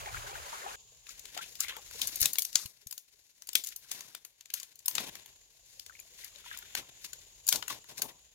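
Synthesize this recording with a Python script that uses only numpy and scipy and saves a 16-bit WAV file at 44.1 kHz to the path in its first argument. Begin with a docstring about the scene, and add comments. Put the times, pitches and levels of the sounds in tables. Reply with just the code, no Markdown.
"""Open air, a small stereo microphone. First a shallow stream babbles close by over stones, with wind
on the microphone. At 0.76 s the scene changes to a quiet pool in the far hush of the wood, with a thin
ring near 7 kHz from the microphone's resonance. Someone barefoot at the edge, left of centre, steps
through shallow water onto gravel and breaks dry twigs off a dead branch: bubbles ring, grit crunches,
fibres tear and the branch thuds. Last, from 7.4 s, a thicker, loose stick is handled."""
import sys
import numpy as np
from scipy import signal
from scipy.fft import rfft, irfft, next_fast_len
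from scipy.io import wavfile
from scipy.ndimage import uniform_filter1d

SR = 44100
rng = np.random.default_rng(int(sys.argv[2]) if len(sys.argv) > 2 else 0)


def generate_wav(sig):
    """Save sig (samples, or channels by samples) to the path in sys.argv[1] as 16-bit PCM at SR."""
    pcm = np.round(np.clip(np.atleast_2d(sig).T, -1, 1) * 32767).astype(np.int16)
    wavfile.write(sys.argv[1], SR, pcm)


N = 367794

# the far hush of the wood, sinking and returning: (time [s], level [dB])
HUSH_LEVELS = [(0.77, -59.5), (1.51, -60.5), (2.05, -53.5), (2.44, -64), (2.69, -74), (3.36, -71.5),
               (3.66, -68.5), (4.52, -77), (5.11, -60), (5.49, -66.5), (6.27, -59.5), (7.62, -59),
               (8.34, -65)]
# tone of the hush, with the microphone's resonance at 7 kHz: (frequency [Hz], gain [dB])
HUSH_SPECTRUM = [(120, -42.5), (200, -7), (254, -26), (394, -12), (1160, -14.5), (1300, -26.5),
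                 (1870, -29.5), (2800, -8.5), (5730, -12.5), (7010, 3.5), (7970, -18), (12200, -21),
                 (16000, -28)]
# tone of the low rumble and of wind on the microphone: (frequency [Hz], gain [dB])
RUMBLE_SPECTRUM = [(25, -37), (40, -7.5), (50, -0.5), (70, -3.5), (130, -8), (250, -34)]
# wind on the microphone by the stream: (time [s], level [dB])
WIND_LEVELS = [(0.0, -52), (0.408, -52), (0.53, -67), (0.75, -60)]
# tone of close water over stones: (frequency [Hz], gain [dB])
STREAM_SPECTRUM = [(120, -37), (200, -16.5), (424, -14.5), (538, -13), (806, -6), (1140, -4), (1420, -2.5),
                   (5730, -9), (7010, -2.5), (7830, -12), (11900, -12.5), (16000, -22)]
# single close bubbles: (time [s], level [dB], pitch [Hz])
BUBBLES = [(0.07, -40, 803), (0.145, -29.5, 1400), (0.27, -37, 1590), (0.353, -35.5, 1450),
           (0.528, -35.5, 935), (0.663, -34.5, 810), (0.691, -41, 2570), (1.24, -63.5, 430),
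           (1.366, -37, 716), (1.39, -31.5, 1360), (1.647, -32, 2140), (1.73, -59, 530),
           (1.768, -41.5, 880), (1.774, -52, 490), (1.949, -51.5, 455), (5.896, -41.5, 1480),
           (5.952, -43.5, 2220), (5.992, -45.5, 2420), (6.237, -42.5, 2030), (6.513, -33.5, 1650),
           (6.624, -45.5, 1440)]
# dull thuds as the branch jerks: (time [s], level [dB], pitch [Hz])
THUDS = [(2.216, -35, 77), (2.554, -44.5, 103), (2.655, -41, 102), (2.864, -46.5, 110), (3.554, -35, 326)]
# steady rustle under hands and feet: (time [s], twig level [dB], grit and low crunch re twigs [dB])
RUSTLE_LEVELS = [(0.76, -77.5, -6), (1.35, -55.5, 1.5), (1.53, -56, -6), (1.7, -66, -3.5), (2.29, -48, -5),
                 (2.52, -56, -9), (2.7, -69, -1), (3.34, -69, -5), (3.58, -69.5, -2.5), (4.3, -73, -1.5),
                 (4.85, -70, -1.5), (4.98, -52, 8.5), (5.43, -70, -3), (5.7, -63.5, -6), (6.37, -61, -0.5),
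                 (6.84, -63.5, 4), (7.4, -63, -3), (8.34, -70.5, 1)]
# bursts of scraping bark, crunching gravel and splashing:
# (peak time [s], twig level [dB], grit re twigs [dB], low crunch re twigs [dB], length [s])
SCRAPES = [(1.094, -51.5, -1.5, -30, 0.07), (1.389, -56.5, 14, -32, 0.061), (1.615, -36, -2, -47, 0.041),
           (1.691, -51, 13, -14, 0.092), (1.992, -44, -5, -17.5, 0.29), (2.228, -30, -9.5, -19, 0.052),
           (2.591, -38, -12.5, -24.5, 0.095), (3.555, -44, -9, -9.5, 0.032), (3.67, -49, -7, -28, 0.073),
           (3.723, -47, 4.5, -29, 0.018), (3.925, -49.5, -3, -12.5, 0.25), (4.58, -51.5, 0.5, -22, 0.085),
           (4.986, -45, -21, -6, 0.14), (6.207, -53, -1, -47, 0.11), (6.49, -57, 9, -37, 0.2),
           (6.775, -41.5, 2.5, -8, 0.049), (7.043, -48.5, -8, -31, 0.081), (7.531, -31, -8, -9, 0.047),
           (7.703, -34.5, 0.5, -11, 0.048), (7.888, -52, -1, -3.5, 0.047), (7.981, -33, -7.5, -12.5, 0.015),
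           (8.024, -44, 0, 1, 0.032), (8.095, -52.5, 2, -1.5, 0.043)]
# tone of the litter underfoot: (frequency [Hz], gain [dB])
LITTER_SPECTRUM = [(76, -45.5), (130, -2), (183, -7.5), (1220, -6.5), (1370, -1.5), (4780, -1.5),
                   (6730, -1), (8070, -9.5), (12600, -3.5), (16000, -16.5)]
# tone common to all cracks: (frequency [Hz], gain [dB])
CRACK_SPECTRUM = [(180, -28.5), (300, -19), (961, -14), (1230, -13), (2250, -5.5), (3700, 0.5), (6960, 0),
                  (8640, -2.5), (14700, 0.5), (16000, -12)]
# three resonances of the twig, then the microphone's near 7 kHz:
# (frequency [Hz], level [dB], time to fall 60 dB [s])
CRACK_MODES = [(972, -38, 0.04), (1496, -35, .03), (2960, -28, 0.033), (6980, -15, 0.02)]
# twig cracks and knocks; the strongest ring is mostly the microphone's resonance near 7 kHz:
# (time [s], level [dB], strongest ring [Hz], body at 1.5 kHz [dB], brightness at 9.8 kHz [dB])
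CRACKS = [(1.068, -39.5, 2470, 0, -15), (1.092, -36.5, 7030, -13, -11), (1.194, -35, 6700, -5, -2),
          (1.2547, -31.5, 7260, 7, -5), (1.3753, -27.5, 7070, 14, -5), (1.4397, -39.5, 2660, -6, -25),
          (1.5537, -36, 5300, -5, -5), (1.605, -13.5, 7400, -23, 3.5), (1.642, -29, 2040, 4, -4),
          (1.683, -31.5, 2160, -7, -9), (1.766, -33.5, 3330, 16.5, 3), (1.911, -35, 6700, 15, 4),
          (2.0163, -16.5, 3640, -32, -5.5), (2.072, -20.5, 6650, -11.5, 10.5), (2.078, -25, 6760, -2, 2),
          (2.158, -22.5, 6600, -18, 10), (2.202, -24.5, 6600, -15, 13.5), (2.2074, -19, 5800, -18, 22),
          (2.2154, -11.5, 6570, -23, 14.5), (2.2568, -10, 3740, -2, 2), (2.3328, -18.5, 6600, -26, 12),
          (2.356, -25, 4200, 3, -5), (2.385, -12, 3360, 1, 7.5), (2.3922, -17.5, 5770, -29, 7),
          (2.4209, -20.5, 6780, -9, 4), (2.428, -26, 6500, -18, 13), (2.45, -23, 6300, -7, 3),
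          (2.529, -35, 6450, -8, -5), (2.5559, -4.5, 6680, -3, -7.5), (2.6593, -26, 4260, 5, 6),
          (2.8703, -32.5, 6540, -6, 6), (2.9106, -27, 7560, -5, 7), (2.926, -29, 6840, -2, 5),
          (2.9787, -28.5, 6690, -7, 4.5), (3.421, -38.5, 6270, 5.5, 1), (3.4715, -36, 6760, -5, 6),
          (3.4892, -28.5, 7400, 1.5, -5), (3.5317, -25, 5200, -1, 6), (3.5535, -9, 3510, -7, -1.5),
          (3.555, -18.5, 2270, -8, -15), (3.639, -26, 7070, -2, 2.5), (3.646, -28, 6800, -7, 4),
          (3.663, -30, 7150, -7, -1), (3.671, -24.5, 6900, -12, 2), (3.688, -29.5, 6760, -5, 2),
          (3.7617, -30, 6350, -20, 8), (3.9149, -22, 7070, -1, 2), (4.0072, -30.5, 6670, -2.5, -3.5),
          (4.149, -28.5, 3530, 6.5, -2), (4.2498, -34, 6320, 7, 5.5), (4.4089, -38, 6670, 5, -2),
          (4.457, -42, 6660, 2, -5), (4.5027, -34.5, 2410, -14, -10), (4.5387, -18, 6540, -2.5, 2),
          (4.5998, -30.5, 7030, -5.5, -3.5), (4.6308, -31, 6650, -2, -1), (4.7566, -40.5, 6200, -16, 14),
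          (4.791, -40, 7100, -24, -1), (4.859, -22, 5350, 0, 15), (4.8815, -14.5, 6450, 2, 10),
          (4.9118, -33.5, 6200, 7, -19), (4.9526, -20, 6900, 1.5, -1), (4.9814, -17, 3650, 8.5, -12.5),
          (5.1535, -33.5, 6600, 10, 1), (5.26, -38, 6400, 16, 8), (5.796, -32.5, 5100, -10, -6),
          (5.863, -36.5, 6600, 3, -1), (6.0, -37.5, 6970, -8, 11), (6.245, -33, 7000, -5, 8),
          (6.3588, -42, 3870, -8, -21), (6.5736, -32.5, 7430, -1, 2), (6.588, -34, 6940, -10, 12),
          (6.7511, -21, 6370, 12, 0), (7.0455, -32, 5100, 8, -0.5), (7.1322, -30.5, 4400, 6, 0),
          (7.468, -26, 7100, -23, 11), (7.478, -21, 6930, -15, 5), (7.4883, -9.5, 6740, -12, 2),
          (7.5254, -11, 3320, 1, -2), (7.5585, -16, 6560, -3.5, -0.5), (7.6256, -24.5, 3040, 8.5, -12),
          (7.6807, -24.5, 2800, 6, 3), (7.8422, -44.5, 2900, 14, -7), (8.0198, -15.5, 6730, -2, 7)]

POOL_S = .758  # the stream ends, the pool begins
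LEFT_DB = 8.5  # left over right: hands and feet stay left of centre
STICK_S, STICK_DB = 7.4, 10.5  # from here the thicker stick's low modes ring louder


def undb(db):
    return 10 ** (np.asarray(db) / 20)


def level(x, db):
    return x * undb(db) / np.sqrt(np.mean(x ** 2))


def curve(table):
    """Each column after a table's time column, interpolated to one value a sample."""
    times, *columns = np.transpose(table)
    return [np.interp(np.arange(N) / SR, times, column) for column in columns]


def colour(x, points):
    """Causal filter through (frequency [Hz], gain [dB]) points, by folding the cepstrum."""
    size = next_fast_len(x.shape[-1] + 4096)
    hz, db = np.transpose(sorted(points))
    grid = np.log(np.arange(1, 2050) * SR / 4096)
    cepstrum = irfft(np.interp(grid, np.log(hz), db) * np.log(10) / 20)
    cepstrum[1:2048] *= 2
    cepstrum[2049:] = 0
    impulse = irfft(np.exp(rfft(cepstrum)))
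    return irfft(rfft(x, size) * rfft(impulse, size), size)[..., :x.shape[-1]]


def walk(rate):
    """Random drift that glides to a new value rate times a second."""
    hold = int(SR / rate)
    return 1.99 * uniform_filter1d(np.repeat(rng.standard_normal(N // hold + 1), hold), hold)[:N]


def pair(size, alike):
    """Noise at the two microphone ports, with correlation alike."""
    mid, side = rng.standard_normal((2, size))
    return np.sqrt(1 + alike) * mid + np.sqrt(1 - alike) * side * np.array([[1], [-1]])


def sides(pan_db):
    """Port gains with the left pan_db above the right."""
    return undb(np.array([pan_db, -pan_db]) / 2).reshape(2, -1)


def lag(x, samples):
    """The left port hears it this many samples after the right."""
    return np.array([np.roll(x[0], samples), x[1]])


def add(out, s, x):
    start = int(s * SR)
    out[:, start:start + x.shape[-1]] += x[..., :N - start]


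def ring(t, hz, t60):
    return np.sin(2 * np.pi * hz * t) * np.exp(-np.log(1000) * t / t60)


def bubble(hz, cycles, glide=0.04):
    """A damped ring whose pitch rises as the bubble nears the surface."""
    turns = np.arange(int(3 * cycles * SR / hz)) * hz / SR
    tone = np.sin(2 * np.pi * turns * (1 + glide * turns / cycles / 6))
    return tone * np.minimum(turns / 0.69, 1) * np.exp(-2.2 * turns / cycles)


def gurgle(count, low_hz, span, cycles, scatter_db, length_s=N / SR):
    """A swarm of small bubbles of uneven pitch, size and place; rms near 1 while it lasts."""
    out = np.zeros((2, N))
    for when, pitch, size, pan in rng.random((count, 4)):
        pop = bubble(low_hz * span ** pitch, cycles * (.5 + pan))
        gain = undb(scatter_db * min(-np.log(1 - size), 3.))
        add(out, when * length_s, pop * gain * sides(8 * pan - 2.5))
    return out / np.sqrt(np.mean(out ** 2) * N / SR / length_s)


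def poolside():
    """A wide, far hush with the microphone's thin ring, over a low rumble and the pool's soft burble."""
    hush_db, = curve(HUSH_LEVELS)
    hush = level(colour(pair(N, 0), HUSH_SPECTRUM), 0) * undb(hush_db + 1.1 * walk(60)) * sides(1.7)
    rumble = level(colour(pair(N, 0.75), RUMBLE_SPECTRUM), -11) * undb(hush_db + 1.1 * walk(13))
    burble = gurgle(count=250, low_hz=372, span=1.9, cycles=10, scatter_db=4.5) * undb(hush_db - 19)
    return (hush + rumble + burble) * (np.arange(N) >= POOL_S * SR)


def wind():
    """Gusts buffet the microphone with a low, uneven rumble."""
    wind_db, = curve(WIND_LEVELS)
    return level(colour(pair(N, 0.28), RUMBLE_SPECTRUM), 0) * undb(wind_db + 2.34 * walk(24.8))


def stream():
    """Close to the water, in the wind: small bubbles ring in clumps over fizzing spray."""
    end = int(POOL_S * SR)
    babble = gurgle(count=600, low_hz=376.2, span=12.16, cycles=15, scatter_db=4, length_s=POOL_S)
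    babble = colour(babble * undb(1.9 * walk(33.9)), STREAM_SPECTRUM)[:, :end]
    spray = colour(pair(N, 0.12) * undb(walk(59.3)), STREAM_SPECTRUM)[:, :end]
    water = level(babble, -2.9) + level(spray, -1.2) * sides(1.1)
    bank = lag(level(water, -44), samples=19) + wind()[:, :end]
    return np.pad(bank, ((0, 0), (0, N - end)))


def bubbles(cycles=16):
    """Close bubbles ring out in stream and pool, each trailed by three fainter neighbours."""
    out = np.zeros((2, N))
    for s, db, hz in BUBBLES:
        gain = undb(db) * sides(LEFT_DB)
        add(out, s, lag(bubble(hz, cycles) * gain, samples=15))
        for late, pitch in rng.random((3, 2)):
            neighbour = bubble(hz * (0.842 + .45 * pitch), 0.82 * cycles)
            add(out, s + .03 * late, neighbour * gain * undb(-10))
    return out


def thuds():
    """The branch jerks, well to the left: a blunt push that dies within a few cycles."""
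    out, t = np.zeros((2, N)), np.arange(int(.1 * SR)) / SR
    for s, db, hz in THUDS:
        add(out, s, undb(db) * np.sin(2 * np.pi * hz * t) * np.exp(-1.8 * hz * t) * sides(12))
    return out


def rustle(linger_s=0.024):
    """Near hands and feet: tiny clicks swell with each scrape, dry twigs on top, grit and water below."""
    twig_db, weight_db = curve(RUSTLE_LEVELS)
    t = np.arange(N) / SR
    gains = undb([twig_db, twig_db + weight_db, twig_db + weight_db - 13]) * (t > RUSTLE_LEVELS[0][0])
    pop_gain = 0
    for s, db, grit_db, low_db, length in SCRAPES:
        swell = undb(db) * np.exp(-np.where(t < s, 5., 2.4) * np.abs(t - s) / length)
        gains += swell * undb([[0], [grit_db], [low_db]])
        pop_gain += swell * undb(grit_db)
    twig_gain, grit_gain, low_gain = gains
    # the heavy branch and the gravel bed answer late and linger
    fade = np.exp(-1 / (linger_s * SR))
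    low_gain = signal.lfilter([1 - fade], [1, -fade], low_gain)
    sizes = undb(1.7 * np.minimum(rng.exponential(size=N // 24 + 1), 5)).repeat(24)[:N]
    grains = colour(pair(N, 0.46) * sizes * undb(1.86 * walk(90)), LITTER_SPECTRUM)
    twigs = level(colour(grains, [(2800, -26), (4200, -8.5)]), 0)
    grit = level(colour(grains, [(900, -27), (1400, 5.5), (3600, 15), (5200, -25.5)]), -1.93)
    crunch = level(colour(grains, [(1100, 2.5), (1700, -40.5)]), 0)
    # pebbles click and pockets of water pop inside each burst
    pops = undb(-8) * gurgle(count=1800, low_hz=933, span=5, cycles=9.5, scatter_db=4)
    out = twigs * twig_gain * sides(LEFT_DB)
    out += (grit * grit_gain + pops * pop_gain) * sides(0.39 * LEFT_DB)
    out += crunch * low_gain * sides(0.64 * LEFT_DB)
    return lag(out, samples=5)


def cracks(patter_db=-17, patter_t60_s=0.19):
    """Twigs snap close by: fibres tear, twig and microphone ring, echoes and splinters patter after."""
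    out, t = np.zeros((2, N)), np.arange(int(.25 * SR)) / SR
    tear = np.exp(-np.abs(t - .003) / np.where(t < .003, .0009, .002))
    tear += 0.35 * np.exp(-np.abs(t - .003) / 0.000076)  # the last fibre lets go at once
    patter = undb(patter_db) * np.minimum(t / 0.0029, 1) * np.exp(-np.log(1000) * t / patter_t60_s)
    for s, db, hz, body_db, bright_db in CRACKS:
        roughness = undb(rng.standard_normal(len(t) // 32 + 1).repeat(32)[:len(t)])
        burst = roughness * (tear * pair(len(t), 0.28) + patter * pair(len(t), 0.74))
        # thick twigs sound lower, thin ones brighter; a peak marks the strongest ring
        shape = [(1500, body_db), (0.82 * hz, 0), (hz, 6), (1.14 * hz, 0), (9800, bright_db)]
        crack = colour(colour(burst, CRACK_SPECTRUM), shape)
        crack /= np.abs(crack.mean(axis=0)).max()
        ringing = ring(t, hz, 0.032) + undb(-4) * ring(t, 0.68 * hz, 0.035)
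        crack += undb(-13) * np.minimum(t / 0.0016, 1) * ringing
        for mode_hz, mode_db, t60 in CRACK_MODES:
            detune, spread = rng.standard_normal(2)
            thick_db = body_db + STICK_DB * (s > STICK_S) if mode_hz < 2000 else 0
            mode = np.minimum(t / 0.0028, 1) * ring(t, mode_hz * (1 + 0.027 * detune), t60)
            crack += undb(mode_db + thick_db + 6.6 * spread) * mode
        add(out, s - .002, lag(crack * undb(db) * sides(LEFT_DB), samples=rng.integers(-6, 9)))
    return out


def scene():
    """The stream bank, then the pool's edge, as they reach the microphone."""
    return stream() + poolside() + rustle() + cracks() + bubbles() + thuds()


def record(dry):
    """The recorder rounds the loudest peaks and cuts the treble above 16.3 kHz."""
    lowpass = signal.ellip(12, .2, 95, 16300, fs=SR, output="sos")
    return signal.sosfilt(lowpass, np.tanh(dry))


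dry = scene()
out = record(dry)
generate_wav(out)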